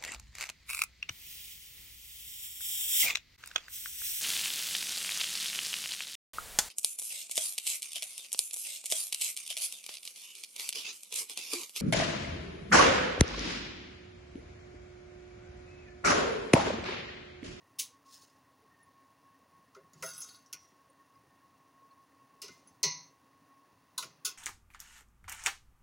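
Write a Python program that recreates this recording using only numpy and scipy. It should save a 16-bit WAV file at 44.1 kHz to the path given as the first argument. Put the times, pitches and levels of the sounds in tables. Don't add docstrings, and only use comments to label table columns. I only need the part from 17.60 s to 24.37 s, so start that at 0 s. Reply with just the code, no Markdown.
import sys
import numpy as np
from scipy import signal
from scipy.fft import rfft, irfft, next_fast_len
from scipy.io import wavfile
from scipy.ndimage import uniform_filter1d

SR = 44100
rng = np.random.default_rng(int(sys.argv[2]) if len(sys.argv) > 2 else 0)


def dump(signal):
    limited = np.clip(np.atleast_2d(signal).T, -1, 1)
    pcm = np.round(limited * 32767).astype(np.int16)
    wavfile.write(sys.argv[1], SR, pcm)


N = 298772
TIME = np.arange(N) / SR

# [dB per Hz, relative]
BURNER_COLOUR = [(18, -64), (30, -51), (87, -5.5), (132, -4.5), (231, -19), (275, 4.5), (340, -10.5),
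                 (908, -8), (1060, -2.5), (1290, -16), (1680, -23.5), (1850, -24.5), (3000, -30),
                 (3900, -65), (6600, -120)]
# pitch_hz [Hz], width_hz [Hz], level_db [dB]
HOLLOW_TONES = [(87.5, 22, -92.5), (263.6, 47, -82.5), (993, 17, -95.5), (1856, 100, -81.5),
                (2706, 73, -87), (9070, 68, -97)]
# [dB, before SING_GAIN_DB]
SING_LEVEL_CURVE = [(0, -66.5), (0.25, -70), (0.48, -60.5), (0.65, -68.5), (1.3, -66.5), (1.9, -64),
                    (2.15, -67), (2.9, -65.5), (3.05, -75), (3.25, -63.5), (3.7, -68.0), (4.3, -62.5),
                    (4.55, -66.5), (4.85, -65), (5.1, -72), (5.75, -69.5), (6.0, -64), (6.3, -73)]
# [dB per Hz, relative]
FIZZ_COLOUR = [(1500, 10.5), (2600, 4.5), (3100, 4), (4500, 4), (6500, 1), (8000, -4.5), (9600, -1),
               (11500, -7), (13500, -8), (15200, 2)]
# [dB per Hz, relative]
PRICKLE_COLOUR = [(3000, -13.5), (6000, 6), (8000, -11.5), (10000, 6.5), (13000, -13.5), (15500, 0.5)]
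# [dB per Hz, relative]
RUSH_SPECTRUM = [(710, -60), (1200, -76), (1520, -19.5), (1770, -25), (1950, -12.5), (2270, -8.5),
                 (2450, -12.5), (2650, -6), (6300, 1), (7820, -4.5), (10100, 1.5), (12300, -11),
                 (16000, -5.5)]
# start_s [s], level_db [dB], swell_s [s], fade_db_per_s [dB per s]
RICE_POURS = [(.44, -57, 0.11, 100), (2.34, -66, 0.074, 400), (2.97, -70, .04, 73),
              (4.9, -65.5, 0.024, 120), (5.065, -75.5, 0.008, 151.5)]
# [dB per Hz, relative]
PATTER_SPECTRUM = [(880, -56), (1500, -13), (1870, -14), (2390, -24), (2640, -7), (3030, -12), (5770, -1),
                   (8000, -11), (9010, -6), (12500, -20), (16000, -8.5)]
# start_s [s], pitch_hz [Hz], level_db [dB, relative], t60_s [s]
STRAY_BLIPS = [(1.02, 443, -60, 0.11), (1.11, 1840, -69.5, 0.26), (1.188, 1830, -71.5, 0.37),
               (1.23, 9980, -68, 0.065), (1.74, 1850, -73, 0.078), (3.281, 545, -63, 0.12),
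               (3.298, 9300, -69, 0.055), (3.394, 1845, -68, 0.11), (3.552, 4970, -71.5, 0.043),
               (3.69, 1830, -76, 0.31), (4.308, 4330, -69.5, 0.052), (5.073, 10150, -61, 0.066),
               (5.074, 6270, -70, 0.14)]
# [dB, relative]
LADLE_CONTACTS = [ (2.147, -49, 0.00058, 0.051, -28, 5, -3, -17, -82, -82, -78, 1290, -64),
                  (2.16, -64, .003, 0.055, -14, 4, 10, -9, -75, -62.5, -93, 417, -41.5),
                  (2.332, -51.5, 0.00043, 0.015, -12, 18, -41, -7, -76, -68, -96, 154, -53),
                  (2.423, -35, 0.0011, 0.071, -37, 2, 16, -6, -72, -39.5, -92, 660, -34),
                  (2.927, -32.5, 0.00047, 0.061, -24, -4.5, -5.5, -4.5, -59, -88, -65, 1620, -54.5),
                  (4.817, -41.5, 0.00067, 0.029, -1, -7, -1.5, -3, -58, -70, -47, 382, -49),
                  (4.879, -44, 0.00057, 0.048, -34, 14.5, 4.5, -15, -66, -74, -69, 2130, -51.5),
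                  (5.229, -19.5, 0.0024, 0.12, -23, -4.5, -21, -15.5, -70.5, -58, -24, 399, -30.5),
                  (6.378, -31.5, 0.00097, 0.03, -6.5, -8.5, -19, 0.5, -43, -69, -59, 1080, -39),
                  (6.423, -38, 0.002, 0.11, -24.5, 6, 12, -8, -54, -55, -54, 160, -58),
                  (6.647, -25, 0.0064, 0.12, -16, -30, -3.5, -2, -35, -68, -61, 1260, -41)]
# [dB per Hz, relative]
STEEL_COLOUR = [(65, -22.5), (150, 6), (230, -5.5), (430, -1), (780, -18.5), (1400, -5.5), (1700, -18),
                (2600, 0.5), (3300, -7), (4300, -1), (6300, 4.5), (8000, -2), (10000, 3.5), (13000, -6.5),
                (15500, -2)]
# pitch_hz [Hz], level_db [dB, relative], t60_s [s]
AIR_MODES = [(155.7, -1, 0.47), (401, -3, 0.12), (535, -11.5, 0.18), (634, -6, 0.096), (965, -2.5, 0.065),
             (1286, -9, 0.14), (1466, 0, 0.12), (2075, -10.5, 0.34)]
# pitch_hz [Hz], level_db [dB, relative], t60_s [s]
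LADLE_MODES = [(1307, -19, 0.22), (1452, -13, 0.24), (2517, -21, 0.24), (2630, -19, 0.2), (2954, -13, 0.19),
               (3323, -17, 0.24), (3510, -8, 0.17), (3900, -11, 0.15), (4472, -2, 0.11), (4610, -11, 0.17),
               (4885, -1, 0.12), (5056, -16, 0.24), (5217, -7, 0.18), (5337, -12, 0.18), (5691, -7, 0.14),
               (6264, -8, 0.19), (6444, -9, 0.19), (6549, -8, 0.14), (6726, -2, 0.14), (6848, -11, 0.18),
               (6959, 0, 0.1), (7313, -11, 0.17), (9439, -5, 0.11), (10220, 0, 0.1)]
BOWL_MODES = [(520, -3, .15), (655, 3, .16), (980, -10, .12), (1290, -4, .18), (1410, -3, .18),
              (1900, -9, .14), (2030, -3, .15), (2140, -6, .15)]
POT_MODES = [(987, -9, 0.5), (1968, -10, 0.35), (2016, -19, 0.5), (2056, -21, 0.49), (2459, -13, 0.3),
             (2627, -16, 0.38), (2815, -13, 0.3), (2910, -17, 0.3), (3676, -20, 0.5), (4033, -16, 0.3),
             (4082, -9, 0.32), (4125, -21, 0.47), (4216, -2.5, 0.36), (4335, -18, 0.42), (4388, -14, 0.42),
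             (4468, -18, 0.49), (4950, -8, 0.33), (5434, -16, 0.32), (5512, -6, 0.35), (5586, -11, 0.35),
             (5716, -17, 0.35), (5808, -18, 0.35), (5927, -9, 0.35), (5993, -11, 0.34), (6149, -9, 0.35),
             (6201, -14, 0.35), (6244, -17, 0.35), (6280, -14, 0.35)]
# [dB per Hz, relative]
POT_WASH_COLOUR = [(900, -11), (1700, -26.5), (2100, 0), (2900, -23.5), (3300, -19), (3700, -9), (4300, 4),
                   (4800, -7), (5700, 3.5), (6350, 8.5), (6900, -39), (8000, -42.5), (9400, -27.5),
                   (12000, -42.5)]
# start_s [s], pitch_hz [Hz], width_hz [Hz], level_db [dB], t60_s [s]
MODE_SHIMMERS = [(2.149, 1310, 160, -53, 0.13), (2.333, 6700, 300, -52, 0.046),
                 (2.928, 5750, 350, -53.5, 0.42), (2.929, 2440, 600, -50, 0.15),
                 (4.816, 5160, 500, -46, 0.23), (4.818, 2810, 200, -50.5, 0.19),
                 (4.834, 405, 60, -56, 0.22), (5.231, 2094, 130, -36, 0.2),
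                 (5.232, 6350, 304.6, -37.5, 0.16), (6.377, 3930, 603, -35.5, 0.17),
                 (6.378, 1017, 90, -39, 0.14), (6.423, 6850, 900, -54, 0.18), (6.65, 5220, 130, -42, 0.22),
                 (6.665, 410, 59, -53.5, 0.18)]
# start_s [s], level_db [dB, relative], squeak_hz [Hz]
LADLE_SLIPS = [(2.4886, -41, 6500), (2.5384, -68, 6500), (2.5606, -63, 6500), (2.579, -34.5, 10600),
               (2.604, -35.5, 10520), (2.617, -32.5, 6400), (2.6314, -37, 6300), (2.6883, -43.5, 4440),
               (2.7446, -48.5, 4500), (2.8606, -54.5, 5730)]
# [dB, relative]
DIG_RESONANCES = [(1285, 12, -5), (1442, 62, -3.5), (2112, 53, -11), (2720, 55, -10.5), (3400, 130, -14),
                  (3830, 82, -12), (4700, 100, -6.5), (5200, 93, -3), (5900, 40, -3), (6300, 107, 1.5),
                  (8030, 640, -12.5), (10050, 95, -0.5), (10800, 36, -6), (12500, 620, -20),
                  (14500, 430, -14)]

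SING_HZ, SING_WIDTH_HZ, SING_GAIN_DB = 1093, 16, -3.35
SING_STEADINESS = 0.15
PLOPS_PER_S, PLOP_DB, PLOP_CYCLES = 16, -79.5, 11.5
POPS_PER_S, POP_DB, POP_CYCLES = 30, -84.5, 70
RUSH_S, RUSH_DB, RUSH_ATTACK_S, RUSH_FADE_DB_PER_S = 0.1853, -28.5, 0.013, 435
CLUMPS_PER_S, CLUMP_DB = 90, 3
STRUCK_SING_DB, STRUCK_SING_T60_S = -34.5, 0.56
STILL_AFTER_S, STILL_DB_PER_S = 0.25, 170
POT_RING_DB, RING_WET_DB, STRIKE_SPREAD_DB = -8.5, -15, 1
DIG_S, DIG_DB, DIG_ATTACK_S, DIG_SAG_DB_PER_S = 2.425, -45, 0.0079, 43.5
DIG_HOLD_S, DIG_LIFT_DB_PER_S = 0.29, 175
CRACK_S, CRACK_DB, CRACK_LEFT_DB, CRACK_RIGHT_DB = 5.2311, 3, 4, 0.5
CRACK_ABOVE_HZ, CRACK_DULL_HZ = 6500, 7000
SIDE_DB, SIDE_ABOVE_HZ = -26.5, 7060
CUTOFF_HZ = 15900


def from_db(db):
    return 10 ** (np.asarray(db) / 20)


def rms_one(x):
    return x / np.sqrt(np.mean(x ** 2) + 1e-20)


def at_hz(points, hz):
    point_hz, db = np.transpose(points)
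    return np.interp(np.log(hz + 1), np.log(point_hz), db)


def coloured(x, spectrum):
    size = next_fast_len(len(x))
    hz = np.arange(size // 2 + 1) * SR / size
    skirt = np.minimum(hz / spectrum[0][0], 1) ** 2
    gain = from_db(at_hz(spectrum, hz)) * skirt
    return rms_one(irfft(rfft(x, size) * gain, size)[:len(x)])


def resonate(x, hz, width):
    r = np.exp(-np.pi * width / SR)
    feed = np.array([1, 0, -1]) * (1 - r * r) / 2
    poles = [1, -2 * r * np.cos(2 * np.pi * hz / SR), r * r]
    return signal.lfilter(feed, poles, x + 1e-18)


def flicker(per_s, size=N):
    knots = rng.standard_normal(700)
    return np.interp(TIME[:size] * per_s, np.arange(len(knots)), knots)


def grains(per_s, spread_db):
    sizes = from_db(spread_db * np.minimum(rng.exponential(1, N), 4)) * rng.choice([-1, 1], N)
    return rms_one(sizes * (rng.random(N) < per_s / SR))


def add(out, s, sound):
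    at = int(s * SR)
    out[at:at + len(sound)] += sound[:N - at]


def gesture(s, db, attack, fade_db_per_s):
    age = TIME - s
    return np.clip(age / attack, 0, 1) * from_db(db - fade_db_per_s * np.maximum(age - attack, 0))


def steely(x):
    size = next_fast_len(len(x))
    hz = np.arange(size // 2 + 1) * SR / size
    ripple_db = 4.5 * np.clip(rng.standard_normal(210), -2, 1.5)
    depth = np.minimum(hz / 3000, 1)
    gain = from_db(np.interp(hz / 110, np.arange(len(ripple_db)), ripple_db) * depth)
    return rms_one(irfft(rfft(x, size) * gain, size)[:len(x)])


def kitchen(x, wet_db, t60):
    t = TIME[:SR // 2]
    tail = rng.standard_normal(len(t)) * from_db(-60 * t / t60) * (t > 0.003)
    tail = signal.sosfilt(signal.butter(2, 7000, fs=SR, output="sos"), tail)
    return x + from_db(wet_db) * signal.fftconvolve(x, tail / np.linalg.norm(tail))[:N]


def burner():
    flame = from_db(-70) * coloured(rng.standard_normal(N), BURNER_COLOUR)
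    low = resonate(resonate(rng.standard_normal(N), 169, 110), 169, 110)
    return flame + from_db(-82.5 + 2.5 * flicker(23)) * rms_one(low)


def pot_hollow():
    out = np.zeros(N)
    for hz, width, db in HOLLOW_TONES:
        tone = rms_one(resonate(rng.standard_normal(N), hz, width))
        out += from_db(db + 2 * flicker(48)) * tone
    return out


def pot_singing():
    waver = resonate(rng.standard_normal(N), SING_HZ, SING_WIDTH_HZ)
    waver = resonate(waver, SING_HZ, SING_WIDTH_HZ)
    power = uniform_filter1d(waver ** 2, size=SR // 12) + 1e-20
    evened = rms_one(waver / power ** (SING_STEADINESS / 2))
    level_db = np.interp(TIME, *np.transpose(SING_LEVEL_CURVE))
    return from_db(SING_GAIN_DB + level_db) * evened


def bubbles(per_s, low_hz, high_hz, cycles, count):
    out = np.zeros(N)
    for hz in np.geomspace(low_hz, high_hz, count):
        bursts = grains(per_s / count, spread_db=0)
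        out += resonate(bursts, hz, 2 * hz / cycles) / np.sqrt(hz)
    return rms_one(out)


def broth():
    plops = bubbles(PLOPS_PER_S, low_hz=97.6, high_hz=560, cycles=PLOP_CYCLES, count=12)
    pops = bubbles(POPS_PER_S, low_hz=775, high_hz=2050, cycles=POP_CYCLES, count=16)
    fizz = from_db(-74.5) * coloured(rng.standard_normal(N), FIZZ_COLOUR)
    prickle = from_db(-82.5) * coloured(grains(320, spread_db=2), PRICKLE_COLOUR)
    return from_db(PLOP_DB) * plops + from_db(POP_DB) * pops + fizz + prickle


def rice_rush():
    level = gesture(RUSH_S, RUSH_DB, RUSH_ATTACK_S, RUSH_FADE_DB_PER_S)
    rush = level * coloured(grains(9000, spread_db=2), RUSH_SPECTRUM)
    return kitchen(rush, wet_db=-15, t60=0.28)


def rice_patter():
    flow = sum(gesture(*pour) for pour in RICE_POURS) * from_db(CLUMP_DB * flicker(CLUMPS_PER_S))
    ticks = rms_one(sum(resonate(grains(30, spread_db=2), hz, 35) for hz, _, _ in LADLE_MODES[2::2]))
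    patter = steely(grains(2500, spread_db=3)) + from_db(-8) * ticks
    return kitchen(flow * coloured(patter, PATTER_SPECTRUM), wet_db=-12.5, t60=0.088)


def hollow_ring(hz, t60, t):
    phase = 2 * np.pi * hz * t + 0.9 * flicker(70, size=len(t))
    swell = (1 - np.exp(-t * hz / 6)) ** 2
    fade = from_db(-60 * t / t60 + 2.5 * flicker(70, size=len(t)))
    return 2 * swell * fade * np.sin(phase)


def blips():
    out = np.zeros(N)
    for s, hz, db, t60 in STRAY_BLIPS:
        add(out, s, from_db(db + 2.5) * hollow_ring(hz, t60, TIME[:SR // 2]))
    return out


def crash(t, rise, t60, tail_db, thud_db, body_db, top_db):
    edges = np.geomspace(50, 17000, 25)
    hz = np.sqrt(edges[1:] * edges[:-1])[:, None]
    bins = np.arange(len(t) // 2 + 1) * SR / len(t)
    bands = (bins >= edges[:-1, None]) & (bins < edges[1:, None])
    steel = coloured(steely(rng.standard_normal(len(t))), STEEL_COLOUR)
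    noise = irfft(rfft(steel) * bands, len(t))
    tone_db = [(400, thud_db), (1000, body_db), (2000, body_db), (3200, 0.0035), (6200, 0.0023), (8500, top_db)]
    tone = from_db(at_hz(tone_db, hz))
    room_t60 = at_hz([(150, 1.0), (600, 0.85), (5000, 0.32), (8000, 0.18), (14000, 0.16)], hz)
    age = np.maximum(t - 4.5 / hz, 0)
    swell = 1 - np.exp(-age / (rise + 1 / hz))
    chatter = from_db(2 * flicker(400, size=len(t)))
    fade = chatter * from_db(-60 * age / t60) + from_db(tail_db - 60 * age / room_t60)
    return np.sum(noise * tone * swell * fade, axis=0)


def struck_air(focus_hz, t):
    out = np.zeros(len(t))
    for hz, db, t60 in AIR_MODES:
        off_focus_db = -14 * abs(np.log2(hz / focus_hz))
        out += from_db(db + off_focus_db) * hollow_ring(hz, t60, t)
    return out


def pot_wash(t, db, t60):
    fade = from_db(-60 * t / t60) * (1 - np.exp(-t / 0.003))
    return from_db(db) * fade * coloured(rng.standard_normal(len(t)), POT_WASH_COLOUR)


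def ring(modes, t):
    hz, db, t60 = np.transpose(modes)[:, :, None]
    strength = from_db(db + STRIKE_SPREAD_DB * rng.standard_normal(hz.shape))
    fade = from_db(-60 * t / t60)
    build = 1 - np.exp(-t * hz / 7)
    tones = np.sin(2 * np.pi * (hz * t + rng.random(hz.shape)))
    return np.sum(strength * fade * build * tones, axis=0)


def knocks():
    hits, rings, t = np.zeros(N), np.zeros(N), TIME[:SR * 3 // 4]
    damping = from_db(-STILL_DB_PER_S * np.maximum(t - STILL_AFTER_S, 0))
    for contact in LADLE_CONTACTS:
        s, db, rise, t60, tail_db, thud_db, body_db, top_db = contact[:8]
        ladle_db, bowl_db, pot_db, focus_hz, hollow_db = contact[8:]
        add(hits, s, from_db(db) * crash(t, rise, t60, tail_db, thud_db, body_db, top_db))
        add(hits, s, from_db(hollow_db) * struck_air(focus_hz, t))
        add(hits, s, from_db(db + STRUCK_SING_DB) * hollow_ring(SING_HZ, STRUCK_SING_T60_S, t))
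        ring_s = s + 0.002
        add(hits, ring_s, from_db(pot_db) * damping * pot_wash(t, db=-5, t60=0.41))
        add(rings, ring_s, from_db(ladle_db) * damping * ring(LADLE_MODES, t))
        add(rings, ring_s, from_db(bowl_db) * damping * ring(BOWL_MODES, t))
        add(rings, ring_s, from_db(pot_db + POT_RING_DB) * damping * ring(POT_MODES, t))
    return hits + kitchen(rings, wet_db=RING_WET_DB, t60=0.19)


def shimmers():
    out, t = np.zeros(N), TIME[:SR // 2]
    for s, hz, width, db, t60 in MODE_SHIMMERS:
        cluster = rms_one(resonate(resonate(rng.standard_normal(len(t)), hz, width), hz, width))
        add(out, s, cluster * from_db(db - 60 * t / t60) * (1 - np.exp(-t / 0.002)))
    return out


def dig():
    lift = from_db(-DIG_LIFT_DB_PER_S * np.maximum(TIME - DIG_S - DIG_HOLD_S, 0))
    force = gesture(DIG_S, DIG_DB, DIG_ATTACK_S, DIG_SAG_DB_PER_S) * lift
    squeaks, t = np.zeros(N), TIME[:SR // 10]
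    for s, db, hz in LADLE_SLIPS:
        add(force, s, from_db(db - 16) * np.exp(-t / 0.0012))
        stick_slip = rng.standard_normal(len(t)) * np.exp(-t / 0.012)
        add(squeaks, s, from_db(db + 10.5) * resonate(stick_slip, hz, 320))
    grind = force * from_db(CLUMP_DB * flicker(CLUMPS_PER_S)) * grains(1500, spread_db=3)
    bowl = np.zeros(N)
    for hz, width, db in DIG_RESONANCES:
        bowl += from_db(db + 4 * flicker(35)) * resonate(grind, hz, width)
    crunch = signal.sosfilt(signal.butter(1, [3000, 11000], "band", fs=SR, output="sos"), grind)
    return kitchen(from_db(16) * bowl + from_db(-27) * crunch + squeaks, wet_db=-11, t60=0.4)


def crack():
    click = np.full(N, 1e-18)
    click[int(CRACK_S * SR)] = from_db(CRACK_DB)
    tick = signal.sosfilt(signal.butter(4, CRACK_ABOVE_HZ, "high", fs=SR, output="sos"), click)
    tick = signal.sosfilt(signal.butter(1, CRACK_DULL_HZ, fs=SR, output="sos"), tick)
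    return np.array([from_db(CRACK_LEFT_DB) * tick, -from_db(CRACK_RIGHT_DB) * tick])


def scene():
    simmer = burner() + pot_hollow() + pot_singing() + broth()
    bright = rice_rush() + rice_patter() + knocks() + shimmers()
    mid = simmer + bright + blips() + dig()
    treble = signal.sosfilt(signal.butter(8, SIDE_ABOVE_HZ, "high", fs=SR, output="sos"), bright)
    side = from_db(SIDE_DB) * np.pad(treble, (150, 0))[:N]
    return np.array([mid + side, mid - side]) + crack()


def record(dry):
    return signal.sosfilt(signal.ellip(10, 0.1, 80, CUTOFF_HZ, fs=SR, output="sos"), dry)


dry = scene()
out = record(dry)
dump(out)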